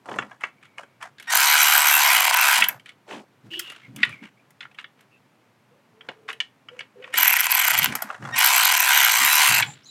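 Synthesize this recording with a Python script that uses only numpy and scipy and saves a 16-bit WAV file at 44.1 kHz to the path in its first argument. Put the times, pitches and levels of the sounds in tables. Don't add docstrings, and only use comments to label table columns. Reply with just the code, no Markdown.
import sys
import numpy as np
from scipy import signal
from scipy.fft import rfft, irfft
from scipy.io import wavfile
from scipy.ndimage import uniform_filter1d

SR = 44100
rng = np.random.default_rng(int(sys.argv[2]) if len(sys.argv) > 2 else 0)


def wav_record(signal):
    frames = np.transpose(np.atleast_2d(signal))
    bounded = np.clip(frames, -1, 1)
    quanta = np.round(bounded * 32767).astype(np.int16)
    wavfile.write(sys.argv[1], SR, quanta)


N = 436589
T = np.arange(N) / SR

# f/Hz, relative density/dB
AIR_SPECTRUM = [(50, -40), (110, -3), (250, -2), (500, -5), (1000, -6), (2400, -12), (4000, -20),
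                (8000, -27), (13000, -30), (16500, -36)]
AIR_DB = -62.5
ROOM_T60_S, ROOM_DB = 0.17, -18

# peak t/s, length/s, deep level/dB, higher level/dB
BUMPS = [(0.18, 0.31, -48, -42), (2.614, 0.16, -73.5, -47.5), (2.728, 0.31, -56, -58.5),
         (3.159, 0.16, -60, -39.5), (3.467, .13, -43.5, -53), (3.889, 0.16, -50, -67),
         (3.983, 0.31, -47, -42), (4.097, 0.21, -43, -58), (4.232, 0.1, -62, -41.5), (6.088, .12, -69, -64),
         (7.2, 0.3, -65, -53), (7.83, 0.36, -39, -46.5), (7.903, .18, -40, -34.5), (8.062, 0.12, -70, -45),
         (8.235, 0.14, -38, -40.5), (8.311, 0.25, -43, -45.5), (9.225, .13, -53.5, -41),
         (9.514, 0.12, -34, -47.5), (9.597, 0.19, -37, -52), (9.687, 0.27, -44, -65)]
# [deep, higher] level/dB
MOUNT_RUMBLE_DB = [-67.5, -70.5]
BUMP_RISE_SHARE = 0.45

# start t/s, length/s, level/dB, centre f/Hz
RUBS = [(0.042, 0.26, -44.5, 800), (0.275, .11, -55, 1190), (0.399, 0.11, -46.5, 1460),
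        (0.611, .08, -58, 2080), (0.774, 0.064, -45, 1030), (1.002, 0.098, -43.5, 1270),
        (1.172, .2, -57, 2500), (2.673, .12, -45.5, 1100), (2.849, 0.095, -55, 2500),
        (3.062, 0.19, -43.5, 643), (3.072, .15, -44.5, 2070), (3.557, 0.37, -53, 2250),
        (3.95, .25, -47.5, 2130), (4.218, 0.082, -50, 1900), (4.601, 0.079, -56, 1860),
        (4.774, 0.068, -49.5, 1980), (4.972, .09, -64, 2040), (5.996, 0.23, -61, 1310),
        (6.278, 0.053, -38.5, 1850), (6.678, 0.27, -62, 1740), (6.965, .33, -58, 1800),
        (7.848, 0.31, -41.5, 1390), (8.057, 0.16, -44.5, 1160), (8.186, 0.29, -43, 1130),
        (9.633, 0.24, -54.5, 2720)]
RUB_TREBLE_DB = -16

# start t/s, length/s, first f/Hz, last f/Hz, gain/dB
SQUEAKS = [(0.495, 0.57, 2290, 2200, -69.5), (3.5, 0.15, 333, 353, -47.5), (3.504, 0.11, 2830, 2973, -37),
           (3.53, .11, 3290, 3300, -45.5), (3.603, .16, 2885, 2810, -45.5), (3.824, 0.065, 2130, 2160, -53),
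           (3.979, 0.064, 2106, 2140, -47), (4.112, 0.043, 2520, 2260, -43), (4.143, 0.15, 2140, 2230, -54),
           (4.37, 0.055, 2110, 2490, -65.5), (5.111, 0.085, 2800, 2560, -64),
           (5.703, 0.11, 435, 564, -59.5), (5.932, 0.31, 446, 433, -61.5), (6.156, 0.25, 431, 443, -55.5),
           (6.7, 0.156, 496, 496, -53), (6.949, 0.22, 496, 516, -52.5), (6.954, 0.085, 419, 405, -54),
           (9.658, 0.099, 7300, 7330, -48.5), (9.659, 0.08, 850, 830, -50), (9.832, 0.096, 4900, 7800, -56),
           (9.852, 0.12, 4070, 3980, -52)]
WAVER_SHARE = 0.02
FLUTTER_DEPTH, SLIP_CYCLES = 1.3, 7

# t/s, body peak/dB, strongest f/Hz, treble peak re body/dB, thud peak re body/dB
CLICKS = [(0.057, -35, 786, -15, -4), (0.086, -28.5, 764, -29, 2.5), (0.114, -24.5, 760, -32, -3),
          (0.139, -27.5, 751, -27, -4), (0.159, -29, 760, -13, 0), (0.186, -9, 1620, -23.5, -17),
          (0.222, -24, 1420, -27, -12), (0.314, -32.5, 1000, -38, -20), (0.408, -33, 1990, -12, -29),
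          (0.436, -13.5, 1740, -23.5, -22.5), (0.627, -41, 2030, -15, -24), (0.654, -41, 2940, -13, -25),
          (0.781, -22, 1890, -19, -23), (0.832, -34, 755, -18, -11), (1.011, -33, 1480, -17, -32),
          (1.026, -22, 1490, -13, -33), (1.183, -35, 2880, -16, -34), (1.198, -28.5, 2420, -10, -21),
          (1.225, -36, 2650, -6, -25), (2.621, -1.5, 2500, -28, -35), (2.64, -11.5, 2790, -5, -35),
          (2.687, -18, 2070, -0.5, -32), (2.796, -39, 3020, -14, -22), (2.858, -34, 2520, -13, -23),
          (2.891, -30.5, 2464, -14.5, -25), (3.535, -26, 2870, -18, -26), (3.593, -20.5, 3030, 3, -32),
          (3.674, -32, 2920, -11, -15), (3.699, -28, 2900, -10, -17), (3.719, -35, 1760, -7, -15),
          (3.761, -35, 2230, -14, -16), (3.961, -29.5, 3700, -0.5, -16), (4.03, -2.5, 2200, -26, -47),
          (4.049, -23, 2100, -14.5, -29), (4.093, -30.5, 1850, -11, -24), (4.227, -38.5, 2130, -26, -11),
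          (4.505, -46.5, 1130, -1, -19), (4.606, -26, 2220, -37, -36), (4.627, -31.5, 2370, -36, -27),
          (4.65, -29, 1490, -44, -41), (4.713, -45, 1460, -21, -19), (4.745, -45, 2370, -11, -18),
          (4.786, -24.5, 2310, -27, -37), (4.8, -34.5, 2360, -29, -32), (4.842, -27, 2310, -29, -27),
          (5.008, -47, 1950, -4, -13.5), (6.008, -33, 2586, -32, -24), (6.087, -19, 2280, -26.5, -9),
          (6.287, -18.5, 1660, -24.5, -39), (6.302, -18, 1950, -25.5, -27), (6.328, -28.5, 2500, -11, -17),
          (6.402, -11, 2340, -19, -37), (6.685, -29.5, 2360, -48, -30), (6.791, -24, 2280, -16.5, -26),
          (6.806, -23, 2310, -23, -29), (7.024, -36, 2130, -33, -18), (7.04, -26, 2300, -31, -21),
          (7.076, -34, 1360, -18, -13), (7.139, -14.5, 2330, -10.5, -20), (7.923, -17.5, 1870, -12, -16),
          (7.952, -14, 1580, -1, -24), (8.021, -16, 880, -2, -32), (8.1, -17.5, 920, -35, -23),
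          (8.145, -28.5, 1150, -24, -24), (8.224, -30, 1110, -21.5, -12.5), (8.25, -22.5, 1090, -22, -13),
          (8.288, -28, 1120, -21, -15), (9.6, -11.5, 1430, -12, -38), (9.624, -7.5, 2750, -21, -42)]
# f/Hz, gain/dB
SOCKET_MODES = [(800, -4), (1150, -3), (1420, 3), (1700, 0), (1920, 0), (2230, 1), (2610, 0), (2950, 1),
                (3350, 0), (3950, -12), (4600, -16), (5300, -18), (5900, -16)]
CLICK_SPREAD_OCT = 0.77
CLICK_RING_T60_S = 0.018
CLICK_BOUNCE_T60_S = 0.027
CLICK_CRACK_DB, CLICK_TAIL_DB, CLICK_TAIL_T60_S = -7.5, -18.5, 0.14

# start t/s, rise length/s, gain/dB
CHOP_BURSTS = [(1.269, 0.039, -33), (7.131, 0.02, -37), (8.319, 0.029, -33.5)]
CHOP_HZ = 1860
CHOP_HARMONICS_DB = [11, -1, -3.5, -27, -27.5, -30.5]

# t/s, peak/dB
SNAPS = [(2.6853, -6.5), (7.9533, -15), (8.0212, -17)]
SNAP_T60_S = 0.02

# on t/s, off t/s, full-speed levels/dB, end levels/dB (each: case, head, gears, pawl)
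RUNS = [(1.271, 2.613, (-22.5, -23, -22.5, -23), (-20, -19, -25, -26)),
        (7.126, 7.858, (-28, -22.5, -28, -20.5), (-26, -23, -29.5, -25)),
        (8.327, 9.595, (-22.5, -21.5, -23, -23.5), (-23.5, -20, -23, -25))]
# t/s, rate/(strokes/s)
CRANK_SPEED = [
    [(1.33, 41.4), (1.406, 70.6), (1.531, 76.4), (2.089, 72.8), (2.21, 47.6), (2.338, 25.1), (2.443, 71.7),
     (2.51, 71.9), (2.6, 33.2)],
    [(7.181, 44.2), (7.27, 40.2), (7.423, 21.8), (7.474, 10.4), (7.59, 47.8), (7.65, 34.0), (7.739, 27.7),
     (7.85, 12.6)],
    [(8.387, 46.5), (8.496, 73.0), (8.649, 49.1), (8.789, 32.7), (8.86, 64.9), (8.965, 75.0), (9.122, 51),
     (9.2, 65), (9.29, 76), (9.43, 76), (9.545, 48.5), (9.61, 60)],
]
# place/stroke, timing spread/stroke, size scatter/dB, case, head, gears, pawl gains/dB
STROKE_CONTACTS = [(-.3, 0.012, 2, -8, -3, -6, -13), (-.13, .012, 2, -7.5, 1.5, -8, -2.5),
                   (0.068, .03, 5, -8, 0.5, -14, 1.5), (.24, 0.005, 2, 2.5, 3.5, 0.5, -13.5)]
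# f/Hz, width/Hz, gain/dB
CASE_MODES = [(709, 180, -13.5), (995, 123, -3), (1176, 120, -7), (1518, 210, -2)]
# f/Hz, width/Hz, gain/dB
HEAD_MODES = [(1861, 220, 3), (2277, 620, 3), (2670, 180, 7), (2820, 540, 2), (3420, 510, -7.5)]
# f/Hz, width/Hz, gain/dB
GEAR_MODES = [(3650, 550, -2), (4010, 940, 0), (5210, 600, -4), (5970, 540, -1), (7580, 200, 0.5),
              (8020, 420, -1.5), (9480, 3600, -7)]
# f/Hz, width/Hz, gain/dB
PAWL_MODES = [(11000, 440, -12.5), (12377, 380, -1.5), (13200, 350, -5.5), (13540, 420, -11.5),
              (15000, 260, -11.5)]
# [case, head, gears, pawl] level/dB
RATTLE_DB = [6, 4, 3, -27.5]
# [case, head, gears, pawl] level/dB
CLEAN_BLOW_DB = [8, 1, -6, -8]
SLACK_DEPTH = [.2, .3, .6, .8]
SPIN_UP_S, RUN_DOWN_S = 0.042, 0.1
# [case, head, gears, pawl] level/dB
SPIN_UP_DB = [-19, -19, -39.5, -44.5]
# [case, head, gears, pawl] level/dB
RUN_DOWN_DB = [-19.5, -33, -44, -50.5]
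MESH_DB = [-32.5, -35, -28.5]
MESH_TEETH_PER_STROKE = 52
GRIP_DRIFT_DB = 2.3
SLOW_BLOW_POWER, RATTLE_SPEED_POWER = 0.25, 0.35
SHARED_SCATTER, OWN_SCATTER = 0.5, 1.0

TOP_HZ = 15900


def undb(db):
    return 10 ** (np.asarray(db) / 20)


def level(x, db):
    return x * undb(db) / np.sqrt(np.mean(x ** 2))


def band(x, lo_hz, hi_hz, order=2):
    return signal.sosfilt(signal.butter(order, [lo_hz, hi_hz], "bandpass", fs=SR, output="sos"), x)


def ring(x, modes, drift_db=0.):
    knots = np.arange(0, len(x) + 3000, 3000)
    out = np.zeros(len(x))
    for k, (hz, width_hz, db) in enumerate(modes):
        drift = np.interp(np.arange(len(x)), knots, rng.standard_normal(len(knots)))
        gain = (-1) ** k * undb(db + drift_db * drift)
        b, a = signal.iirpeak(hz, hz / width_hz, SR)
        out += gain * signal.lfilter(b, a, x)
    return out


def grit(scatter_db, size):
    return rng.standard_normal(size) * undb(scatter_db * rng.exponential(size=size))


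def smooth_random(count, window):
    return level(uniform_filter1d(rng.standard_normal(count), size=window), 0)


def air():
    hz, db = np.transpose(AIR_SPECTRUM)
    f_hz = np.arange(N // 2 + 1) * SR / N + 1
    shape = undb(np.interp(np.log(f_hz), np.log(hz), db))
    return level(irfft(rfft(rng.standard_normal(N)) * shape, N), AIR_DB)


def mount_bumps():
    gains = undb(MOUNT_RUMBLE_DB)[:, None] * np.ones(N)
    for s, length_s, *db in BUMPS:
        i = slice(max(0, int((s - length_s) * SR)), int((s + length_s) * SR))
        start_s = s - BUMP_RISE_SHARE * length_s
        end_s = s + (1 - BUMP_RISE_SHARE) * length_s
        swell = np.interp(T[i], [start_s, s, end_s], [0, 1, 0])
        gains[:, i] += undb(db)[:, None] * swell ** 2
    # f/Hz, width/Hz, gain/dB
    deep_modes = [(97, 18, -9.5), (129, 32, 0.5)]
    higher_modes = [(204, 35, 1.5), (280, 69, -2.0)]
    deep = level(ring(rng.standard_normal(N), deep_modes), 0)
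    higher = level(ring(rng.standard_normal(N), higher_modes), 0)
    return deep * gains[0] + higher * gains[1]


def rubs():
    out = np.zeros(N)
    for s, length_s, db, hz in RUBS:
        i = np.arange(int(s * SR), int((s + length_s) * SR))
        swell = np.interp(T[i] - s, [0, 0.3 * length_s, length_s], [0, 1, 0])
        judder = 1 + 0.5 * np.sin(np.cumsum(rng.random(len(i))) / 60)
        friction = grit(2.76, len(i)) * swell * judder
        out[i] += level(band(friction, 0.49 * hz, 1.55 * hz, order=4), db)
        out[i] += level(band(friction, 3200, 8200), db + RUB_TREBLE_DB)
    return out


def squeaks():
    out = np.zeros(N)
    for s, length_s, first_hz, last_hz, db in SQUEAKS:
        i = np.arange(int(s * SR), min(int((s + length_s) * SR), N))
        share = np.clip((T[i] - s) / length_s, 0, 1)
        window = int(SLIP_CYCLES * SR / first_hz)
        flutter = 1.5 + FLUTTER_DEPTH * smooth_random(len(i), window)
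        waver = 1 + WAVER_SHARE * smooth_random(len(i), window)
        glide_hz = first_hz + (last_hz - first_hz) * np.sqrt(share)
        tone = np.sin(2 * np.pi * np.cumsum(waver * glide_hz) / SR)
        swell = np.abs(np.sin(np.pi * share ** 0.66)) ** 0.79
        out[i] += undb(db) * flutter * swell * tone
    return out


def clicks():
    out, t = np.zeros(N + 8000), T[:8000]
    ring_t = T[:2000]
    hz, mode_db = np.transpose(SOCKET_MODES)
    for s, db, peak_hz, treble_db, thud_db in CLICKS:
        spot, detune, sign = rng.standard_normal((3, len(hz), 1))
        distance_oct = np.log2(hz / peak_hz)[:, None]
        gain = undb(mode_db[:, None] + 2.5 * spot) / (1 + (distance_oct / CLICK_SPREAD_OCT) ** 2)
        tones = np.sin(2 * np.pi * hz[:, None] * (1 + 0.025 * detune) * ring_t)
        modes = np.sum(gain * tones * np.sign(sign), axis=0) * undb(-60 * ring_t / CLICK_RING_T60_S)
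        noise = grit(1.5, len(t)) * (1 - np.exp(-t / 0.0005))
        bounces = noise * undb(-60 * t / CLICK_BOUNCE_T60_S)
        chatter = noise * undb(CLICK_TAIL_DB - 60 * t / CLICK_TAIL_T60_S)
        clatter = bounces + chatter
        rung = signal.fftconvolve(clatter, modes)[:len(t)]
        body = level(band(rung, 0.45 * peak_hz, 8200, order=3), 0)
        body += level(band(clatter, 0.62 * peak_hz, 1.5 * peak_hz, order=4), CLICK_CRACK_DB)
        top_hz = np.clip(14500 + 300 * treble_db, 6000, 15500)
        tick = band(clatter, 4600, top_hz, order=3)
        thud = band(rng.standard_normal(len(t)), 300, 900) * undb(-60 * t / 0.11) * np.minimum(t / 0.001, 1)
        layers = ((0, body), (treble_db, tick), (thud_db, thud))
        knock = sum(undb(layer_db) * x / np.abs(x).max() for layer_db, x in layers)
        start = int(s * SR)
        out[start:start + len(t)] += undb(db) * knock
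    return out[:N]


def chopper():
    whine = np.zeros(N)
    for k, db in enumerate(CHOP_HARMONICS_DB):
        whine += undb(db) * np.sin(2 * np.pi * (k + 1) * CHOP_HZ * T)
    swell = np.zeros(N)
    for s, length_s, db in CHOP_BURSTS:
        swell += undb(db) * np.interp(T, [s, s + length_s, s + length_s + 0.005], [0, 1, 0])
    return whine * swell


def snaps():
    out, t = np.zeros(N), T[:4000]
    for s, db in SNAPS:
        snap = ring(grit(1.3, len(t)) * undb(-60 * t / SNAP_T60_S), PAWL_MODES)
        start = int(s * SR)
        out[start:start + len(t)] += undb(db) * snap / np.abs(snap).max()
    return out


def stroke_hits(strokes, speed, count):
    hits = np.zeros((len(RATTLE_DB), len(strokes)))
    for place, spread, scatter_db, *part_db in STROKE_CONTACTS:
        chance = np.clip(rng.standard_normal((6, len(count))), -1.5, 1.5)
        at = np.searchsorted(strokes, count + place + spread * chance[0]) % len(strokes)
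        scatter = SHARED_SCATTER * chance[1] + OWN_SCATTER * chance[2:]
        size = undb(np.array(part_db)[:, None] + scatter_db * scatter)
        hits[:, at] += size * speed[at] ** -SLOW_BLOW_POWER
    return hits


def gear_mesh(t, speed, run_on_s, crank_s, mesh_db):
    speed = uniform_filter1d(speed, size=2000)
    wear = smooth_random(len(t), 1500)
    fade = np.interp(t, [run_on_s, crank_s[0], crank_s[-2], crank_s[-1]], [0, 1, 1, 0])
    bite = (1 + 0.5 * wear) * (speed / 75) ** 3 * fade
    return undb(mesh_db) * bite * np.sin(2 * np.pi * MESH_TEETH_PER_STROKE * np.cumsum(speed) / SR)


def ratchet(crank, run, mesh_db):
    crank_s, rate = np.transpose(crank)
    on_s, off_s, full_db, end_db = run
    when_s = [on_s, on_s + SPIN_UP_S, off_s, off_s + RUN_DOWN_S]
    span = slice(int(when_s[0] * SR), int(when_s[-1] * SR))
    t = T[span]
    speed = np.interp(t, crank_s, rate)
    strokes = np.cumsum(speed) / SR
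    strokes = strokes - np.interp(crank_s[0], t, strokes)
    count = np.arange(int(np.interp(crank_s[-1], t, strokes)) + 1)
    hits = stroke_hits(strokes, speed, count)
    part_modes = (CASE_MODES, HEAD_MODES, GEAR_MODES, PAWL_MODES)
    scuffle_decay_s = (0.0028, 0.0026, 0.0013, 0.0023)
    sound = np.zeros(len(t))
    for k, (modes, decay_s) in enumerate(zip(part_modes, scuffle_decay_s)):
        push = signal.lfilter([1], [1, -np.exp(-1 / (decay_s * SR))], hits[k])
        scuffle = push * grit(1.3, len(t))
        slack = 1 + SLACK_DEPTH[k] * np.cos(2 * np.pi * (strokes + 0.12))
        rattle = grit(2.0, len(t)) * slack * speed ** RATTLE_SPEED_POWER
        drive = level(hits[k], CLEAN_BLOW_DB[k]) + level(scuffle, 0) + level(rattle, RATTLE_DB[k])
        part = level(ring(drive, modes, GRIP_DRIFT_DB), 0)
        db = [full_db[k] + SPIN_UP_DB[k], full_db[k], end_db[k], end_db[k] + RUN_DOWN_DB[k]]
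        sound += part * undb(np.interp(t, when_s, db))
    mesh = gear_mesh(t, speed, on_s, crank_s, mesh_db)
    out = np.zeros(N)
    out[span] = band(sound + mesh, 600, 18000, order=4)
    return out


def room(dry):
    t = T[:SR // 2]
    echo = band(rng.standard_normal(len(t)), 500, 11000) * undb(-60 * t / ROOM_T60_S) * (t > 0.003)
    return undb(ROOM_DB) * signal.fftconvolve(dry, echo / np.sqrt(np.sum(echo ** 2)))[:N]


def scene():
    runs = sum(ratchet(*each) for each in zip(CRANK_SPEED, RUNS, MESH_DB))
    dry = rubs() + squeaks() + clicks() + chopper() + snaps() + runs
    return (dry + room(dry) + mount_bumps() + air())[None]


def record(dry):
    rounded = np.tanh(0.69 * dry) / 0.7
    low_cut = signal.butter(3, 90, "highpass", fs=SR, output="sos")
    top_cut = signal.ellip(10, 0.2, 80, TOP_HZ, fs=SR, output="sos")
    return signal.sosfilt(top_cut, signal.sosfilt(low_cut, rounded))


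dry = scene()
out = record(dry)
wav_record(out)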